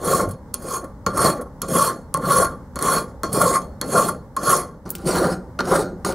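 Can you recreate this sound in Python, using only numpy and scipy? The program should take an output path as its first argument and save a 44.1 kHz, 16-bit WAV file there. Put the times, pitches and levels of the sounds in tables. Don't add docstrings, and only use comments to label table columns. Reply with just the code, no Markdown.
import sys
import numpy as np
from scipy import signal
from scipy.fft import rfft, irfft, next_fast_len
from scipy.io import wavfile
from scipy.ndimage import uniform_filter1d, map_coordinates

SR = 44100
rng = np.random.default_rng(int(sys.argv[2]) if len(sys.argv) > 2 else 0)


def digitize_waveform(pressure):
    field = np.atleast_2d(pressure).T
    bounded = np.clip(field, -1, 1)
    quanta = np.round(bounded * 32767).astype(np.int16)
    wavfile.write(sys.argv[1], SR, quanta)


def volts_from_db(level):
    exponent = np.asarray(level, float) / 20
    return 10 ** exponent


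N = 270774
SIZE = next_fast_len(N + SR)
HZ = np.fft.rfftfreq(SIZE, 1 / SR)
SWAP_S = 4.845

# landing_s, pause_s, rise_s, hold_s, blade_db at full push
STROKES = [(-.05, 0.051, 0.08, 0.13, -31.5), (0.538, 0.041, .14, 0.046, -38),
           (1.067, 0.06, 0.096, 0.075, -29), (1.616, 0.038, 0.089, 0.13, -32),
           (2.144, 0.062, 0.099, .12, -30), (2.761, 0.021, 0.071, 0.13, -28.5),
           (3.239, 0.073, .035, 0.21, -32), (3.812, 0.041, .11, 0.13, -29),
           (4.364, .035, 0.098, 0.1, -25.5), (4.854, .19, .03, 0.25, -33.5), (5.589, 0.043, .08, 0.1, -33),
           (6.047, 0.0015, 0.0035, 0.048, -36.5)]
# skid_db, skid_on_work_db, change_over_hold_db,
# casting_over_blade_db, bench_over_blade_db
LEAN = [(-63, 7.5, -1, 6.5, 7.5), (-36, -14, 1, 5.5, 3.5), (-35, -6.5, -1, 10, 7.5),
        (-34.5, -3.5, 3, 6.5, 4.5), (-34, 4.5, -1, 10.5, 7), (-39, 1, -5, 8.5, 3), (-28, -2, -1, 8, 6),
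        (-33.5, 1.5, -9, 5.5, 4.5), (-34, 1, -9, 7.5, 1), (-72.5, -15, -7.5, 8, 11),
        (-32.5, 4.5, -3, 7, 12), (-30.5, -1.5, -0.5, 5, 9)]
PUSH_FOLLOWS = [1.017, 1.157, 0.8, 0.53]
# centre_s, half_length_s, casting_db, bench_db
SURGES = [(0.251, .05, 5, 6.5), (.66, .04, 1, 6), (0.846, .025, 9, 9.5), (1.19, 0.023, 5.5, 2),
          (1.41, 0.026, 13, 6), (1.77, 0.039, 2.5, 4.5), (1.897, .03, 8, 1), (2.399, .03, 0.5, 4),
          (3.43, .04, 2, 7), (3.57, .025, 9.5, -1.5), (3.962, .035, 7.5, 8.5), (4.967, .07, -6.5, -8.5),
          (5.071, .03, -7, 5.5), (5.259, .07, 4.5, 7.5), (5.731, 0.022, 5.5, 6)]
# start_s, peak_db, edge_db, casting_db, bench_db
TAPS = [(0.5414, -21, 12.5, -5, -17.5), (1.064, -17.5, -3, 13.5, 1), (1.6179, -19.5, 9, -1.5, -20),
        (2.141, -21, 8.5, 3, -4), (2.1729, -37, 13.5, 11, 11), (2.7575, -29.5, 4.5, 7.5, -13),
        (2.7898, -25.5, 3.5, 10, -6), (2.825, -23.5, 11.5, 5.5, -16), (3.2334, -23.5, 6, 12, 1),
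        (3.8135, -18.5, 2.5, -8, -18), (4.3661, -28, 7.5, 14, -8), (5.5907, -21.5, -31, -20, -22),
        (5.6055, -19.5, -34, 9, -2.5), (5.654, -34, -4, -16, -7), (6.0482, -21, 1.5, -18, -4),
        (6.124, -30, -0.5, -20, 5)]
# start_s, peak_db, edge_db, casting_db
CATCHES = [(0.0218, -42, -2.5, 10.5), (0.2868, -40, 10.5, 13.5), (0.3074, -36, 8.5, 1),
           (0.3328, -43.5, -12.5, -0.5), (0.6198, -41.5, 9, 6), (0.8404, -41.5, 3, 14),
           (1.1439, -42.5, 5.5, 5.5), (1.1712, -22, 7, 10), (1.4104, -37.5, 7, 10), (1.6814, -30.5, 4.5, 0),
           (2.4433, -23, 0.5, 12), (3.3268, -24.5, 11.5, -7), (3.413, -17, 5, 11),
           (3.6152, -35.5, -4.5, -11), (3.8842, -36.5, 1, -11), (4.0825, -23, 5, 11), (4.4298, -26, 0, 2),
           (5.07, -24.5, -0.5, -23)]
# pitch_hz, width_hz, level_db
BLADE_MODES = [
    [(3306, 38, -7), (4330, 40, 0), (6590, 410, -10)],
    [(3040, 84.7, -12.5), (4300, 48, -2.5), (5162, 44, -15), (5710, 34.92, -6.5)],
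]
EDGE_MODES = [
    [(8716, 380, -2.5), (11055, 94, 6), (13570, 200, -5)],
    [(8100, 19, 0.5), (8237, 25, -7), (9380, 56.7, -6.5)],
]
CASTING_MODES = [
    [(898, 14, -10), (1079, 30, 0.5), (1117.4, 17, 2), (1175, 10, -0.5), (1396, 21, -3.5), (1335, 24, -12)],
    [(1001.6, 74, -3), (1188.2, 130, -0.5), (1396, 46, 5)],
]
BENCH_MODES = [
    [(187, 65, -12), (535, 17, -3.5)],
    [(180, 52, 3.5), (357, 65, 0.5), (531, 15, -3), (783, 20, -3)],
]
# pitch_hz, width_hz, level_db
BLADE_SINGING = [
    [(2410, 16, -9), (4336, 12, 2), (6675, 14, -11)],
    [(2433, 22, -8), (6675, 10, 1)],
]
EDGE_SINGING = [
    [(9465, 14, 1), (10573, 14, 5)],
    [(8226, 11, 1), (8646, 13, -3), (10960, 20, -3), (11480, 14, -4), (13500, 30, -9), (14850, 20, -6)],
]
# pitch_hz, level_db per Hz
BLADE_SCRAPE = [
    [(1290, -36.5), (2200, -15), (3860, -10.5), (4340, -7.5), (7400, -6), (9620, -30), (16300, -120)],
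    [(1290, -23.5), (2200, -14), (3420, -14), (4430, -6.5), (7400, -17.5), (9620, -40), (16300, -120)],
]
EDGE_SCRAPE = [
    [(4350, -34.5), (7400, -9.5), (10000, -2), (11000, -1.5), (12300, -15.5), (14000, -19), (16000, -9.5)],
    [(4350, -31), (7400, -16.5), (8000, -7.5), (10400, -6), (12400, -18), (14600, -18), (16000, -23.5)],
]
CASTING_GRIND = [
    [(500, -45.5), (850, -31.5), (1140, -5.5), (1250, -2), (2200, -19.5), (2860, -71), (4840, -120)],
    [(500, -30), (850, 3), (1310, -2), (1410, 4.5), (2200, -15), (2860, -54), (4840, -120)],
]
BENCH_DRUM = [
    [(24, -54), (40, -28), (168, 6), (290, -2), (543, 1.5), (850, -8.5), (1100, -42), (1870, -120)],
    [(24, -21.5), (40, -0.5), (107, -7), (176, 2), (550, -1), (850, -13), (1100, -54.5), (1870, -120)],
]
# start_s, peak_db, brightness_db per octave
TICKS = [(4.8924, -34, 3), (4.9043, -21, 13), (4.9524, -20.5, -1), (4.9828, -36, -1), (5.018, -48, 1),
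         (5.0442, -42, 0.1)]
# pitch_hz, left_minus_right_db
STEREO_TILT = [(5000, 0), (9000, -2.6), (12000, -1), (14000, 1.5)]
# pitch_hz, left_lead_radians
STEREO_LEAD = [(5800, 0), (10900, -.45), (12300, .2), (13300, 1.1), (14600, .2)]
# pitch_hz, level_db
SCATTER = [(100, -37), (300, -21), (2000, -20), (5000, -14), (9000, -17), (14000, -11)]
# pitch_hz, t60_s
ROOM_DECAY = [(100, 0.14), (1000, 0.24), (4000, 0.23), (12000, 0.017)]
# centre_s, half_length_s, level_db
ROCKING = [(.27, 0.085, -29.5), (1.082, 0.021, -31), (1.22, 0.079, -30), (2.419, 0.086, -33),
           (3.34, 0.045, -38), (4.87, .04, -39), (5.193, 0.094, -52), (5.8, 0.068, -34), (6.077, 0.04, -34)]
# pitch_hz, level_db per Hz
LEGS = [(15, -37), (35, -6.5), (120, 2.5), (190, -5.5), (320, -33), (600, -120)]
# pitch_hz, level_db per Hz
HUM_COLOUR = [(12, -32.5), (20, -13), (65, 0), (104, -6.5), (255, -7), (357, -22), (558, -13.5), (698, -28),
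              (849, -18), (2140, -39.5), (2390, -53), (5230, -47), (16000, -54)]
# time_s, level_db
HUM_SWELL = [(0.0, -37), (0.36, -40), (3.56, -37.5), (4.89, -41.5), (5.151, -39), (6.14, -37.5)]
# pitch_hz, left_right_likeness
HUM_ALIKE = [(30, .8), (70, .97), (140, .997), (800, .97), (4000, .2)]


def unit(x):
    return x / np.sqrt(np.mean(np.abs(x) ** 2) + 1e-20)


def along(points, hz):
    f, v = np.transpose(points)
    return np.interp(np.log(hz + 1), np.log(f + 1), v)


def wobble(rate):
    knots = rng.standard_normal(int(N * rate / SR) + 4)
    return map_coordinates(knots, [np.arange(N) * rate / SR])


def filtered(x, response):
    return irfft(rfft(x, SIZE) * response, SIZE)[..., :N]


def file_on_casting():
    chatter = volts_from_db(1.1 * wobble(45) + 1 * wobble(160))
    teeth = bites(rate=2600, spread_db=4.5, smooth=1.1)
    lumps = bites(rate=600, spread_db=3.5, smooth=1.6)
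    contact = np.array([teeth, teeth, lumps, lumps])
    drive = unit(chatter) * sliding(contact, patchy_db=2.2, drift_db=2.2)

    gain, tooth_hz = controls()
    bearing_db = surges()
    gain[2:] *= volts_from_db(bearing_db)
    beat = judder(tooth_hz * volts_from_db(0.2 * bearing_db[1]), unsteady=.2)
    drive[2:] += volts_from_db(-16.5 + 0.36 * bearing_db[1]) * beat

    force = gain * drive
    force += blows(TAPS, lift_db=[15.8, 14.4, 15.3, 25.0], smear_s=[0.025, 0.021, 0.031, 0.11],
                   click=[2.5, 6.8, 0.71, 0.5], rise_s=.0001)
    force += blows(CATCHES, lift_db=[15, 17, 18], smear_s=[.05, .045, .06],
                   click=[0, 0, 0], rise_s=.004)

    wide_held = np.arange(N) < SWAP_S * SR
    sound = np.zeros(N)
    for k, held in enumerate([wide_held, ~wide_held]):
        parts = [body(BLADE_SCRAPE[k], BLADE_MODES[k] + BLADE_SINGING[k], between_db=[-9, -3][k]),
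                 body(EDGE_SCRAPE[k], EDGE_MODES[k] + EDGE_SINGING[k], between_db=[-8, -3][k]),
                 body(CASTING_GRIND[k], CASTING_MODES[k], between_db=[-9, -6][k]),
                 body(BENCH_DRUM[k], BENCH_MODES[k], between_db=[-4, -5][k])]
        sound += filtered(force * held, np.array(parts)).sum(axis=0)
    return sound + ticks()


def controls():
    pause_db, rise_bow_db, arch_db = -23, 2.5, 2
    ease_s, ease_db, lift_s, lift_db = 0.054, -19, .15, -30
    idle_hz, fast_hz, speed_follows = 211.25, 477.6, .6
    skid_part_db = [-4, -10, 11.5, -3]
    skid_t60_s = np.array([0.17, .12, 0.13, 0.67])
    t, gain, tooth_hz = np.arange(N) / SR, np.zeros((4, N)), np.zeros(N)
    for stroke, lean in zip(STROKES, LEAN):
        land, pause, rise, hold, db = stroke
        skid_db, weight_db, change_db, casting_db, bench_db = lean
        lengths = [0, pause, rise / 2, rise / 2, hold / 2, hold / 2, ease_s, lift_s]
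        s = land + np.cumsum(np.abs(lengths))
        eased_db = change_db + ease_db
        push_db = [pause_db, pause_db, pause_db / 2 + rise_bow_db, 0, change_db / 2 + arch_db, change_db,
                   eased_db, eased_db + lift_db]
        on = (t >= land) & (t <= s[-1])
        push = np.interp(t[on], s, push_db)

        edge_db = 1.5 if land > SWAP_S else 5
        over_blade_db = np.array([0, edge_db, casting_db, bench_db])
        rasp_db = (db + over_blade_db)[:, None] + np.outer(PUSH_FOLLOWS, push)
        landing_db = skid_db + np.add(skid_part_db, [0, 0, weight_db, weight_db])
        fading_db = landing_db[:, None] - 60 * np.outer(1 / skid_t60_s, t[on] - land)
        gain[:, on] = np.hypot(volts_from_db(rasp_db), volts_from_db(fading_db))
        tooth_hz[on] = idle_hz + (fast_hz - idle_hz) * volts_from_db(speed_follows * push)
    return gain, tooth_hz


def surges():
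    t = np.arange(N) / SR
    return sum(np.outer(db, np.exp(-((t - s) / half) ** 2)) for s, half, *db in SURGES)


def bites(rate, spread_db, smooth):
    hit = rng.random(N) < rate / SR
    size_db = spread_db * np.clip(rng.standard_normal(N), -2, 2)
    size = volts_from_db(size_db) * rng.choice([-1, 1], N)
    return unit(unit(hit * size) + smooth * rng.standard_normal(N))


def sliding(x, patchy_db, drift_db):
    z = signal.stft(x, nperseg=256)[2]

    def unevenness(frames):
        across_pitch = uniform_filter1d(rng.standard_normal(z.shape), 4, -2)
        return unit(uniform_filter1d(across_pitch, frames, -1))

    patches, drift = unevenness(9), unevenness(50)
    moved = z * volts_from_db(patchy_db * patches + drift_db * drift)
    return unit(signal.istft(moved, nperseg=256)[1][..., :N])


def judder(tooth_hz, unsteady):
    phase = 2 * np.pi * np.cumsum(tooth_hz * (1 + unsteady * wobble(150))) / SR
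    return (np.sin(phase) + 0.96 * np.sin(2 * phase)) * volts_from_db(3.14 * wobble(90))


def blows(events, lift_db, smear_s, click, rise_s):
    force, t = np.zeros((4, N + SR)), np.arange(SR // 20) / SR
    tail = volts_from_db(-60 * t / np.array(smear_s)[:, None])
    shape = tail + np.array(click)[:, None] * volts_from_db(-60 * t / 0.006)
    shape = shape * (1 - np.exp(-t / rise_s))
    for s, db, *rel in events:
        grit = rng.standard_normal(shape.shape) * shape
        grit /= np.linalg.norm(grit, axis=1)[:, None]
        level = volts_from_db(db + np.array([0, *rel]) + lift_db)[:, None]
        force[:len(shape), round(s * SR):][:, :len(t)] += level * grit
    return force[:, :N]


def body(spectrum, modes, between_db):
    power = volts_from_db(2 * (between_db + along(spectrum, HZ)))
    for hz, width, db in modes:
        skirt = np.exp(-((HZ - hz) / (0.11 * hz)) ** 2)
        power = power + volts_from_db(2 * db) * skirt / (1 + (2 * (HZ - hz) / width) ** 2)
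    cepstrum = irfft(np.log(power + 1e-9) / 2, SIZE)
    cepstrum[1:SIZE // 2] *= 2
    cepstrum[SIZE // 2 + 1:] = 0
    return unit(np.exp(rfft(cepstrum)))


def ticks():
    t60_s, tail_s, tail_db, low_hz = .004, 0.057, -8, 2000
    out, t = np.zeros(N), np.arange(SR // 16) / SR
    in_taps = [(s, db - 10.5, -4) for s, db, *_ in TAPS]
    for s, db, tilt_db in TICKS + in_taps:
        puff = rng.standard_normal(len(t)) * (volts_from_db(-60 * t / t60_s) + volts_from_db(tail_db - 60 * t / tail_s))
        tilt = volts_from_db(tilt_db * np.log2((HZ + 1) / 7000))
        colour = tilt * HZ ** 2 / (HZ ** 2 + low_hz ** 2)
        out += volts_from_db(db) * filtered(np.pad(puff, (round(s * SR), 0)), colour)
    return out


def scattered(x):
    t = np.arange(SR // 20) / SR
    bounce = rfft(rng.standard_normal(len(t)) * volts_from_db(-60 * t / 0.028), SIZE)
    spread = filtered(x * wobble(53), unit(bounce) * volts_from_db(along(SCATTER, HZ)))
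    return spread * np.array([[1], [-1]])


def rocking():
    t = np.arange(N) / SR
    give = sum(volts_from_db(db) * np.exp(-((t - s) / half) ** 2) for s, half, db in ROCKING)
    return give * unit(filtered(rng.standard_normal(N), volts_from_db(along(LEGS, HZ))))


def shop(x):
    hz, t, z = signal.stft(rng.standard_normal((2, SR // 2)), SR, nperseg=256)
    decay = volts_from_db(-60 * t / along(ROOM_DECAY, hz)[:, None])
    tail = signal.istft(z * decay, SR, nperseg=256)[1]
    middle = tail.mean(axis=0)
    tail = middle + .08 * (tail - middle)
    late = np.pad(x, (200, 0))[None]
    return signal.fftconvolve(late, tail / np.linalg.norm(tail[0]), axes=1)[:, :N]


def hum():
    turn = np.arccos(np.clip(along(HUM_ALIKE, HZ), -1, 1)) / 2
    colour = volts_from_db(along(HUM_COLOUR, HZ))
    mid, side = filtered(rng.standard_normal((2, N)), colour * [np.cos(turn), np.sin(turn)])
    s, db = np.transpose(HUM_SWELL)
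    level_db = np.interp(np.arange(N) / SR, s, db) + .6 * wobble(21)
    return volts_from_db(level_db) * unit(np.array([mid + side, mid - side]))


def scene():
    rasp = file_on_casting()
    half = volts_from_db(along(STEREO_TILT, HZ) / 2) * np.exp(.5j * along(STEREO_LEAD, HZ))
    direct = filtered(rasp, np.array([half, 1 / half]))
    room = volts_from_db(-17) * shop(rasp)
    return direct + scattered(rasp) + room + hum() + rocking()


def roll_off(x):
    return signal.sosfilt(signal.butter(12, 16850, fs=SR, output="sos"), x)


def record(dry):
    top_hz, slope_hz = 15760, 40
    band = .5 - .5 * np.tanh((HZ - top_hz) / slope_hz)
    leak = volts_from_db(-38) * (HZ < 16830)
    mix = filtered(dry, np.maximum(band, leak))
    return roll_off(mix)


dry = scene()
out = record(dry)
digitize_waveform(out)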